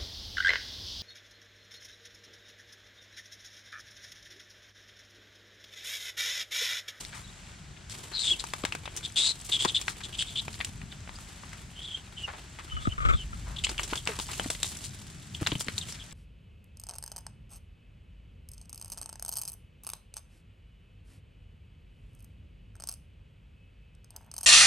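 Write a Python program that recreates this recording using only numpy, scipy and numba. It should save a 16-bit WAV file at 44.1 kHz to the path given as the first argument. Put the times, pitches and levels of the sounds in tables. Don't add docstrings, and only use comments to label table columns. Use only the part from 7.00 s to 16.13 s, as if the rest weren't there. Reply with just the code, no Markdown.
import sys
import numpy as np
from scipy import signal
from scipy.fft import rfft, irfft
from scipy.io import wavfile
from scipy.ndimage import uniform_filter1d
from numba import njit

SR = 44100
rng = np.random.default_rng(int(sys.argv[2]) if len(sys.argv) > 2 else 0)


def put_to_file(sound):
    columns = np.atleast_2d(sound).T
    safe = np.clip(columns, -1, 1)
    whole_steps = np.round(safe * 32767)
    wavfile.write(sys.argv[1], SR, whole_steps.astype(np.int16))


N = 402633
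TIME = np.arange(N) / SR


def undb(db):
    return 10 ** (np.asarray(db) / 20)


def unit(x):
    return x / np.sqrt(np.mean(x ** 2) + 1e-20)


def steady(x, size=700):
    return x / np.sqrt(np.abs(uniform_filter1d(x ** 2, size)) + 1e-12)


def curves(rows):
    s, *columns = np.transpose(rows)
    return [np.interp(TIME, s, c) for c in columns]


def add(track, s, sound):
    i = max(int(s * SR), 0)
    track[i:i + len(sound)] += sound[:max(N - i, 0)]


def colour(x, points, size=2048):
    hz, db = np.transpose(points)
    bins = np.fft.rfftfreq(size, 1 / SR)
    gain = undb(np.interp(np.log(bins + 1), np.log(hz), db))
    cepstrum = irfft(np.log(gain))
    cepstrum[1:size // 2] *= 2
    cepstrum[size // 2 + 1:] = 0
    return signal.oaconvolve(x, irfft(np.exp(rfft(cepstrum))))[:len(x)]


@njit
def svf(x, hz, width):
    y, band, low = np.empty(len(x)), 0., 0.
    for i in range(len(x)):
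        g, damping = np.tan(np.pi * hz[i] / SR), width[i] / hz[i]
        v = (band + g * (x[i] + 1e-18 - low)) / (1 + g * (g + damping))
        band, low, y[i] = 2 * v - band, low + 2 * g * v, damping * v
    return y


def resonate(x, hz, width_hz):
    return svf(x, hz * np.ones(len(x)), width_hz * np.ones(len(x)))


def walk(rate):
    hold = max(int(SR / rate), 2)
    steps = np.repeat(rng.standard_normal(N // hold + 1), hold)
    return unit(uniform_filter1d(steps, hold)[:N])


def grains(rate, spread_db, size=N):
    chance, strength = rng.random(size), np.minimum(rng.exponential(size=size), 4)
    return unit((chance < rate / SR) * rng.choice([-1, 1], size) * undb(spread_db * strength))


# f/Hz, gain/dB
SIDE_GAIN = [(60, -15.5), (250, -13), (550, -5), (1000, -2.5), (2000, -4), (3600, -15), (6000, -1),
             (8000, -0.5), (12000, 0)]

def ports(mid, other, left_db):
    side = colour(other, SIDE_GAIN)
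    return np.array([(mid + side) * undb(left_db / 2), (mid - side) * undb(-left_db / 2)])


# t/s, deep level/dB, drone level/dB
RUMBLE_LEVELS = [(0.0, -53.5, -52), (2.7, -55.5, -50.0), (3.7, -49, -47), (4.4, -52, -51),
                 (5.55, -53, -51.5), (6.1, -38.5, -44.5), (6.8, -42.5, -48), (7.9, -55, -47),
                 (8.7, -57.5, -44), (9.13, -50, -52)]
# f/Hz, gain/dB
DEEP_SPECTRUM = [(15, -25), (30, -12), (48, 1), (70, -4.5), (100, -13), (200, -44.5), (800, -99)]
DRONE_SPECTRUM = [(45, -21.5), (75, 3), (100, 5.5), (170, 0.5), (220, -5), (310, -15), (420, -20.5),
                  (600, -37.5), (2500, -75)]
FOLIAGE_SPECTRUM = [(240, -7), (400, -18.5), (607, -6), (879, -8), (1060, -9), (1490, -5), (2430, -6.5),
                    (3930, -9), (7750, -11), (9760, -21.5), (16000, -40)]

def outdoors(foliage_db=-55.5):
    def bed(spectrum, db):
        pair = [unit(colour(rng.standard_normal(N), spectrum, size=8192)) * undb(db) for _ in range(2)]
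        return ports(*pair, left_db=1.5)

    deep_db, drone_db = curves(RUMBLE_LEVELS)
    drone_db += 1.4 * walk(13)
    deep = bed(DEEP_SPECTRUM, deep_db + walk(5.5))
    drone = bed(DRONE_SPECTRUM, drone_db)
    return deep + drone + bed(FOLIAGE_SPECTRUM, foliage_db + 1.2 * walk(5))


def pebble_ticks(rate, low_hz=1500, high_hz=7000, width_hz=170, sizes=16):
    out = np.zeros(N)
    for hz in np.geomspace(low_hz, high_hz, sizes) * rng.uniform(.9, 1.1, sizes):
        knocks = np.zeros(N)
        knocks[rng.integers(0, N, int(rate * N / SR / sizes))] = 1
        out += resonate(knocks, hz, width_hz) - resonate(knocks, 1.6 * hz, 2 * width_hz)
    return unit(out * undb(3 * walk(100)))


# t/s, stone level/dB, leaf level/dB
SCUFFLE_LEVELS = [(0, -51.5, -43.5), (.1, -59, -56.5), (.3, -59.5, -59.5), (.86, -60.5, -80),
                  (.92, -51, -51), (1.1, -55.5, -54), (1.5, -52.5, -48), (1.92, -54.5, -59),
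                  (2.1, -55.5, -51.5), (2.8, -50, -45.5), (3, -54, -54), (3.6, -54, -50),
                  (3.85, -60.5, -61.5), (4.55, -58.5, -56.5), (5, -57, -62), (6.55, -60, -57),
                  (6.7, -47, -47), (7.03, -55.5, -47), (7.7, -54, -45.5), (8.05, -62, -54.5),
                  (8.28, -68, -59), (8.55, -55, -47), (9.13, -61.5, -54.5)]
# f/Hz, gain/dB
STONE_SPECTRUM = [(200, 2), (350, 16), (550, 5.5), (900, 9), (1800, 3), (3300, 7), (5000, -2.5),
                  (9000, -41)]
LEAF_SPECTRUM = [(1500, -4), (3500, 8.5), (5000, 6), (6500, 6), (7900, 7.5), (9500, 4), (11500, -3),
                 (14000, -3), (16000, -29)]

def ground(spurt_s=0.008):
    stone_db, leaf_db = curves(SCUFFLE_LEVELS)
    starts = np.abs(grains(40, 1.6))
    decays = signal.lfilter([1], [1, -np.exp(-1 / (spurt_s * SR))], starts)
    spurts = unit(1 + .95 * unit(decays))
    ticks = undb(-8) * pebble_ticks(rate=50)

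    def crunch(rate, spread_db, spectrum, db):
        return unit(colour(grains(rate, spread_db) * spurts + ticks, spectrum)) * undb(db)

    stones = [crunch(1300, 1.6, STONE_SPECTRUM, stone_db) for _ in range(2)]
    leaves = [crunch(3400, 1.05, LEAF_SPECTRUM, leaf_db) for _ in range(2)]
    return ports(*stones, left_db=2.5) + ports(*leaves, left_db=-1.0)


# t/s, level/dB, ring f/Hz, body gain/dB, treble gain/dB, crumbling time/ms
IMPACTS = [(0.05, -23, 3950, -42, -14.5, 0.83), (0.897, -22, 3500, -28, -5, 2.4),
           (0.985, -27.5, 3800, -30, 3, 1.2), (1.44, -15.5, 1046, -16, -5.5, 2.6),
           (1.536, -10, 1080, -20.5, -9.5, 2.4), (1.637, -16.5, 1170, -21, -18, 2.4),
           (1.651, -6.5, 880, -27, -15, 2), (1.723, -11.5, 2760, -21, -18.5, 3.3),
           (1.751, -14, 2190, -12.5, -8.5, 3.7), (1.856, -19, 3020, -25, -20, 4.8),
           (1.877, -21, 2470, -17, -38, 2.8), (1.965, -17.5, 3320, -18, 7, 2.8),
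           (1.972, -13, 3160, -22, 0, 6.7), (2.649, -5, 1114, -18, -12, 4.8),
           (2.814, -13, 3180, -16.5, -1, 2.1), (2.881, -7, 1200, -26.5, -19, 2.8),
           (3.224, -12.5, 3040, -37, -16, 1.4), (3.481, -16.5, 2660, -10.5, -18.5, 2.4),
           (3.542, -23, 4300, -26, -16, 2), (3.603, -16.5, 1970, -20, -31, 6.6),
           (3.611, -13.5, 2100, -26, -26, 1.6), (3.647, -12, 2960, -32, -2, 2.9),
           (3.816, -27.5, 1740, -24, -25, 1.8), (3.925, -29, 1800, -33, -22, 1.3),
           (4.076, -28.5, 2040, -10, -24, 2.5), (4.093, -25, 990, -18, -26, 1.2),
           (4.187, -27, 1140, -20, -12, 1), (4.435, -33, 1290, -4, -28, 2),
           (4.531, -22.5, 1850, -16, -6, 4.4), (6.668, -16.5, 2140, -25, -24, 2.5),
           (6.693, -11, 4870, -15, -9, 10), (6.78, -16.5, 2960, -36, -16.5, 1.6),
           (6.795, -11, 2300, -16, -17.5, 3), (6.832, -10, 3430, -19, -2, 12),
           (6.933, -11.5, 1206, -22.5, -25.5, 3.6), (6.956, -10.5, 3360, -15, -7, 5.9),
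           (7.074, -6, 2260, -18, -14, 0.67), (7.189, -11.5, 3010, -12.5, -4, 4),
           (7.199, -12, 3420, -17, -13, 2.8), (7.289, -27, 2400, -7, -20, 1.5),
           (7.332, -14.5, 2760, -21, -5.5, 11), (7.397, -9, 2730, -10.5, -17.5, 1.4),
           (7.502, -5.5, 3220, -14, -5.5, 4.5), (7.55, -20, 4380, -27, -19, 2),
           (7.631, -3.5, 3580, -27.5, -5, 0.56), (7.645, -16, 3730, -19, -13, 2.5),
           (7.677, -26, 4200, -27, 1, 1.8), (7.77, -22, 10900, -23, 7, 2),
           (8.429, -20, 1320, -20, -11, 2.8), (8.464, -8.5, 3760, -18, -24, 2.4),
           (8.471, -4, 3260, -20, -13, 2.9), (8.518, -13.5, 3160, -26, -29, 2.8),
           (8.553, -19, 3180, -26, -37, 4.1), (8.608, -10, 3470, -15.5, -4.5, 4.2),
           (8.684, -12, 1440, -26, -20, 0.89), (8.78, -14, 3860, -26, -7, 5.4),
           (8.786, -15.5, 4200, -16, 4, 3), (8.886, -22, 3110, -21, -11.5, 2),
           (8.924, -19.5, 5500, -20, -4, 1.2)]

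def clicks(crumble_db=-16, settle_db=-35, settle_s=0.026, size=4096):
    def struck(force, spectrum, hz):
        shaped = colour(force, spectrum)
        return shaped + undb(5) * resonate(shaped, hz, width_hz=900)

    out, t = np.zeros(N), np.arange(size) / SR
    tap = signal.unit_impulse(size)
    for s, db, hz, body_db, treble_db, crumble_ms in IMPACTS:
        crumble = undb(crumble_db) * grains(9000, 1.5, size) * np.exp(-1000 * t / crumble_ms)
        settle = undb(settle_db) * grains(3300, 0.9, size) * np.exp(-t / settle_s)
        spectrum = [(100, body_db + 0.5), (500, body_db + 0.5), (1000, body_db + 2.5),
                    (2200, -18), (4000, -22), (5600, treble_db - 10.5), (8000, treble_db - 11.5),
                    (11500, treble_db - 23.5), (16000, treble_db - 32)]
        crack = struck(tap + crumble + settle, spectrum, hz)
        for mode_hz in np.geomspace(3000, 7500, 3) * rng.uniform(.8, 1.25, 3):
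            crack = crack - undb(8.5) * resonate(crack, mode_hz, width_hz=420)
        clean = struck(tap, spectrum, hz)
        crest_factor = np.abs(clean).max() / clean.std()
        add(out, s, undb(db) * unit(crack) / crest_factor)
    return out


# t/s, level/dB, centre f/Hz, decay time/s
PAW_PUSHES = [(0.121, -46.5, 1440, 0.077), (0.904, -42, 4930, 0.033), (0.142, -50, 6600, 0.069),
              (1.113, -47, 1560, 0.049), (2.444, -42.5, 7450, 0.034), (2.889, -39.5, 5160, 0.031),
              (3.003, -40, 2020, 0.014), (3.519, -42.5, 5000, 0.017), (4.193, -55.5, 7500, 0.073),
              (4.514, -51, 1800, 0.044), (5.277, -36.5, 1090, 0.029), (5.329, -45.5, 1110, 0.035),
              (5.584, -42, 1500, 0.026), (6.462, -52, 833, 0.11), (7.06, -43, 1530, 0.11),
              (7.285, -45.5, 1400, 0.05), (7.438, -41, 1790, 0.017), (7.204, -39.5, 6500, 0.04),
              (7.364, -46.5, 5470, 0.089), (7.428, -40.5, 6500, .025), (7.507, -38.5, 7100, 0.034),
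              (7.647, -40, 6800, 0.065), (7.836, -39, 5600, 0.037), (6.899, -38.5, 2850, 0.023),
              (8.398, -47, 1820, 0.039), (8.409, -43, 8000, .016), (8.499, -42, 3500, 0.024),
              (8.594, -34, 7440, 0.027), (8.692, -48, 2000, 0.013), (8.891, -44, 5050, 0.038),
              (8.94, -45, 2800, 0.027)]

def scuffs(grain_rate=900, relative_width=2.4, attack_s=0.0034, size=8192):
    out, t = np.zeros(N), np.arange(size) / SR
    for s, db, hz, length in PAW_PUSHES:
        slide = grains(grain_rate, spread_db=0, size=size)
        for _ in range(3):
            slide = resonate(slide, hz, relative_width * hz)
        envelope = np.exp(-(t / length) ** 2) * (1 - np.exp(-t / attack_s))
        add(out, s, undb(db) * steady(slide, size=1200) * envelope)
    return colour(out, [(8500, 1.0), (11500, -3.5), (16000, -5)])


# t/s, hold/s, attack/s, level/dB, swell/dB, first f/Hz, last f/Hz,
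# throat bandwidth/Hz, relative hiss level/dB
SQUEALS = [(0.242, 0.014, .006, -52.5, 1, 3950, 3900, 120, -20),
           (0.272, .03, 0.0034, -55.5, 2, 3250, 3900, 130, -20),
           (1.146, 0.038, 0.053, -30, -1, 4250, 3900, 604, -24),
           (1.19, 0.04, 0.0086, -30.5, -2.5, 3950, 4164, 620, -9.5),
           (1.232, 0.045, 0.009, -31, 0.5, 3620, 3430, 520, -5.5),
           (1.277, 0.053, .0056, -25.5, -2, 3380, 3310, 480, -13.5),
           (1.327, 0.0142, 0.0036, -31, -5, 3076, 2747, 250, -11),
           (1.394, 0.016, 0.007, -36, -6, 3900, 3900, 1500, -3),
           (2.04, 0.019, .03, -32.5, 0, 3520, 3460, 800, -9),
           (2.164, 0.061, 0.018, -26, -3.5, 3480, 3690, 622, -7),
           (2.225, 0.053, .008, -25.5, 4.5, 3620, 3950, 604, -7),
           (2.286, 0.033, 0.005, -29, -8, 3950, 4040, 600, -8),
           (2.519, .048, .0015, -25.5, -3, 3680, 3300, 520, -13.5),
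           (2.594, 0.064, 0.013, -29.5, -5, 3220, 3480, 596, -8.5),
           (2.677, .026, 0.0094, -30, -3, 3600, 3500, 681, -12),
           (2.745, 0.035, .0015, -24.5, -3.5, 3450, 3590, 559.5, -17.5),
           (3.034, .026, 0.0039, -41.5, -3, 3600, 3440, 950, -5),
           (3.128, 0.027, .003, -40, 2, 3250, 3130, 752, -13),
           (3.185, 0.041, 0.0055, -31, 0, 3360, 3360, 624, -7),
           (3.268, 0.094, 0.0093, -46.5, -14, 3550, 3370, 650, -10),
           (3.357, 0.043, .0016, -30, 1, 3400, 3464, 548, -18),
           (3.91, 0.016, 0.0039, -46.5, 2.5, 3550, 3440, 550, -17),
           (4.155, 0.01, 0.0054, -50, -3.5, 4850, 4790, 159.6, -3),
           (4.755, 0.05, .015, -48, 6, 3080, 3190, 400, -18),
           (4.815, 0.05, 0.0074, -42.5, 1.5, 3458, 3450, 400, -15),
           (4.875, 0.091, .008, -42.5, 0, 3330, 3150, 341, -18),
           (4.965, 0.039, 0.0066, -48.5, -12.5, 3130, 3140, 331, -14),
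           (5.172, 0.09, .012, -43.5, -6, 3100, 2840, 350, -16),
           (5.695, 0.097, 0.024, -49.5, -4, 3060, 2986, 417, -27.5),
           (5.808, 0.063, 0.023, -48, -3, 3450, 3550, 580, -8),
           (5.895, .036, .016, -44.5, -7, 3000, 2954, 420, -20),
           (6.128, 0.11, .013, -45, -2, 3600, 2860, 419, -15.5),
           (6.564, .0068, 0.0041, -35, -4, 3450, 3370, 600, -19),
           (6.585, 0.0065, 0.0029, -33.5, -2, 3500, 3380, 600, -18.5),
           (6.639, 0.01, 0.0066, -26.5, 2, 3000, 3000, 809, -2.5),
           (6.787, 0.0074, .0048, -30.5, -3, 2800, 2843, 651, -22),
           (6.975, 0.0086, 0.0027, -31.5, -7, 3320, 3300, 550, -11),
           (8.347, .0036, 0.0051, -38.5, 3, 3200, 3220, 600, -9),
           (8.811, 0.026, 0.0028, -39, -7, 3600, 2950, 480, -11),
           (8.995, 0.032, .012, -46, 3, 3250, 3240, 450, -19)]

def cry_contours(release_s=0.005, sag_hz=120, tail_db=-14, tail_s=0.037, arch_db_per_s=37):
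    hz, width = np.full(N, float(SQUEALS[0][5])), np.full(N, float(SQUEALS[0][7]))
    db, hiss_db = np.full(N, -120.), np.zeros(N)
    for s, held, attack, level_db, swell_db, first_hz, last_hz, width_hz, breathy_db in SQUEALS:
        on = slice(int((s - attack / 2) * SR), int((s + held + .5) * SR))
        t = TIME[on] - s
        along, after = np.clip(t / held, 0, 1), np.maximum(t - held, 0)
        release = np.exp(-after / release_s)
        tail = undb(tail_db) * np.exp(-after / tail_s)
        envelope = np.clip(t / attack + .5, 0, 1) * np.maximum(release, tail)
        loud_db = level_db + swell_db * (along - .5) + 20 * np.log10(envelope + 1e-5)
        pitch = first_hz + (last_hz - first_hz) * along - sag_hz * (1 - release)
        harsh_db = breathy_db + arch_db_per_s * held * np.sin(np.pi * along)
        leads = loud_db > db[on]
        for track, value in ((hz, pitch), (db, loud_db), (width, width_hz), (hiss_db, harsh_db)):
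            track[on] = np.where(leads, value, track[on])
    return hz, db, width, hiss_db


# f/Hz, gain/dB
BREATH_SPECTRUM = [(1000, -11), (2000, -6.5), (2800, 0.5), (4500, 4), (5500, 0), (6800, 1.5), (8000, 6),
                   (9200, -5.5), (10500, -25), (15000, -27)]
# centre t/s, half length/s, level/dB
WHISTLE_LOCKS = [(1.318, 0.011, -20.5), (4.794, .003, -37.5), (4.95, 0.0056, -28.5), (5.247, .012, -31.5),
                 (5.725, 0.011, -38.5), (5.78, 0.019, -45.5), (5.925, 0.0037, -33), (6.138, .005, -37),
                 (6.207, .016, -41)]

def rat(flutter_hz=430, jitter=0.4, shudder_hz=143, shudder_db=2, rasp_under_whistle=0.32):
    hz, db, width, hiss_db = cry_contours()
    cycle = np.cumsum(flutter_hz * np.exp(jitter * walk(400))) / SR
    force = undb(4.5 * walk(260))
    slaps = unit(np.diff(np.floor(cycle), prepend=0) * force)
    air = unit(rng.standard_normal(N) * force * np.exp(-(cycle % 1)))
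    drive = slaps + undb(-2) * air
    centre = hz * np.exp(.022 * walk(170) + .01 * walk(60))
    core, skirt = (steady(svf(svf(drive, centre, w), centre, w)) for w in (width, 2.3 * width))

    shudder_phase = 2 * np.pi * np.cumsum(shudder_hz * np.exp(0.12 * walk(60))) / SR
    shudder = unit(undb(shudder_db * np.sin(shudder_phase)))
    phase = 2 * np.pi * np.cumsum(hz * np.exp(0.01016 * walk(300))) / SR
    thread = unit(np.sin(phase) * walk(120))
    ragged = unit(undb(1.64 * walk(110)))
    rasp = steady(core + undb(-15) * skirt + undb(-6) * thread, size=300) * shudder * ragged
    hiss = steady(colour(air, BREATH_SPECTRUM), size=200) * undb(hiss_db) * shudder

    tone = unit(np.sin(phase) + undb(-24) * np.sin(2 * phase))
    whistle, rasp_share = np.zeros(N), np.ones(N)
    for s, half_length, level_db in WHISTLE_LOCKS:
        lock = np.exp(-((TIME - s) / half_length) ** 2)
        whistle += undb(level_db) * lock * tone
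        rasp_share -= (1 - rasp_under_whistle) * lock
    return undb(db) * (rasp_share * rasp + hiss) + whistle


def blows(rows, sag, noise_db, size=8192):
    out, t = np.zeros(N), np.arange(size) / SR
    for s, db, hz, t60 in rows:
        pitch = hz * (1 + sag * (np.exp(-3 * t / t60) - .5))
        swing = np.sin(2 * np.pi * np.cumsum(pitch) / SR)
        noise = unit(resonate(resonate(rng.standard_normal(size), hz, 2 * hz), hz, 2 * hz))
        envelope = np.exp(-np.log(1000) * t / t60) * (1 - np.exp(-t * hz))
        blow = (swing + undb(noise_db) * noise) * envelope
        add(out, s, undb(db) * blow / np.abs(blow).max())
    return out


# t/s, peak level/dB, f/Hz, T60/s
LANDINGS = [(1.315, -39, 330, 0.11), (1.640, -19.5, 252, 0.0083), (2.650, -19.5, 370, 0.03),
            (2.651, -23, 214.4, 0.019), (6.926, -24, 326, 0.0084), (7.088, -29, 415, 0.11),
            (7.458, -25.5, 258, 0.027), (8.412, -27, 295, 0.045), (8.421, -21, 127, 0.021),
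            (8.521, -23, 278, 0.023), (8.525, -26, 95, 0.038), (8.555, -23, 126, 0.018),
            (8.666, -36.5, 236, 0.052), (8.686, -26, 208, 0.009)]

def thuds():
    return blows(LANDINGS, sag=0.32, noise_db=-9)


# t/s, relative level/dB, half length/s
FINGER_RUBS = [(5.678, -46, 0.013), (5.718, -41.5, 0.021), (5.766, -35.5, 0.018), (5.79, -44, 0.042),
               (5.85, -33, 0.012), (5.867, -29, 0.01), (5.924, -37, 0.012), (5.978, -27.5, 0.012),
               (6.003, -32, 0.073), (6.051, -23, 0.02), (6.084, -21, 0.04), (6.135, -27, 0.013),
               (6.329, -41, 0.016)]
# t/s, relative peak level/dB, f/Hz, T60/s
FINGER_PRESSES = [(5.732, -25, 59, 0.1), (5.752, -31, 84, 0.12), (5.873, -13, 237, 0.013),
                  (5.877, -15, 90, 0.035), (6.058, -13, 51.7, 0.095), (6.142, -11, 46, 0.044)]

def finger(case_hz=1240, rub_gain=12 * undb(-2)):
    pressure = np.zeros(N)
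    for s, db, length in FINGER_RUBS:
        t = np.arange(int(3 * length * SR)) / SR
        add(pressure, s, undb(db) * np.exp(-(t / length) ** 2))
    slips = grains(1800, 1.9) * pressure
    ring = resonate(resonate(slips, case_hz, width_hz=330), case_hz, width_hz=145)
    scrape = colour(slips, [(60, 2), (300, -19.5), (550, -14), (900, -28), (1800, -22), (2250, -18.5),
                            (2800, -30), (3500, -27), (4300, -44), (7700, -40), (12000, -74)])
    rub = rub_gain * (ring + scrape)
    puffs = undb(-4) * blows(FINGER_PRESSES, sag=0.59, noise_db=-13.5)
    left = undb(3.5) * rub + puffs
    right = -np.roll(rub, 2) - undb(-1) * np.roll(puffs, 90)
    return np.array([left, right])


# t/s, peak level/dB, f/Hz, T60/s
PEBBLE_KNOCK = [(8.7803, -14.5, 3860, 0.0078)]

def ringing_pebble():
    return blows(PEBBLE_KNOCK, sag=0, noise_db=-10)


def trees(x, echo_db=-19, t60=0.15, delay_s=0.004, size=16384):
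    t = np.arange(size) / SR
    tails = rng.standard_normal((2, size)) * np.exp(-np.log(1000) * t / t60) * (t > delay_s)
    echoes = [signal.oaconvolve(x, tail / np.linalg.norm(tail))[:N] for tail in tails]
    return undb(echo_db) * np.array(echoes)


# t/s, left minus right level/dB
FIGHT_BALANCE = [(2.2, 3), (4, 0.9), (9, 2)]

def scene(bounce_s=0.0048, size=1024):
    fight = rat() + clicks() + scuffs() + thuds() + ringing_pebble()
    bounce = rng.standard_normal(size) * np.exp(-np.arange(size) / SR / bounce_s)
    scattered = signal.oaconvolve(fight, bounce / np.linalg.norm(bounce))[:N]
    placed = ports(fight, scattered, left_db=curves(FIGHT_BALANCE)[0])
    return placed + trees(fight) + ground() + finger() + outdoors()


# f/Hz, gain/dB
PORT_RESPONSE = [(4500, 0), (5600, -1.5), (7000, -0.5), (7850, 2), (8400, -2), (9200, 1.5), (11500, -2.5)]

def record(dry):
    heard = np.array([colour(channel, PORT_RESPONSE) for channel in dry])
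    return signal.sosfilt(signal.ellip(10, .2, 80, 16000, fs=SR, output="sos"), heard)


dry = scene()
out = record(dry)
put_to_file(out)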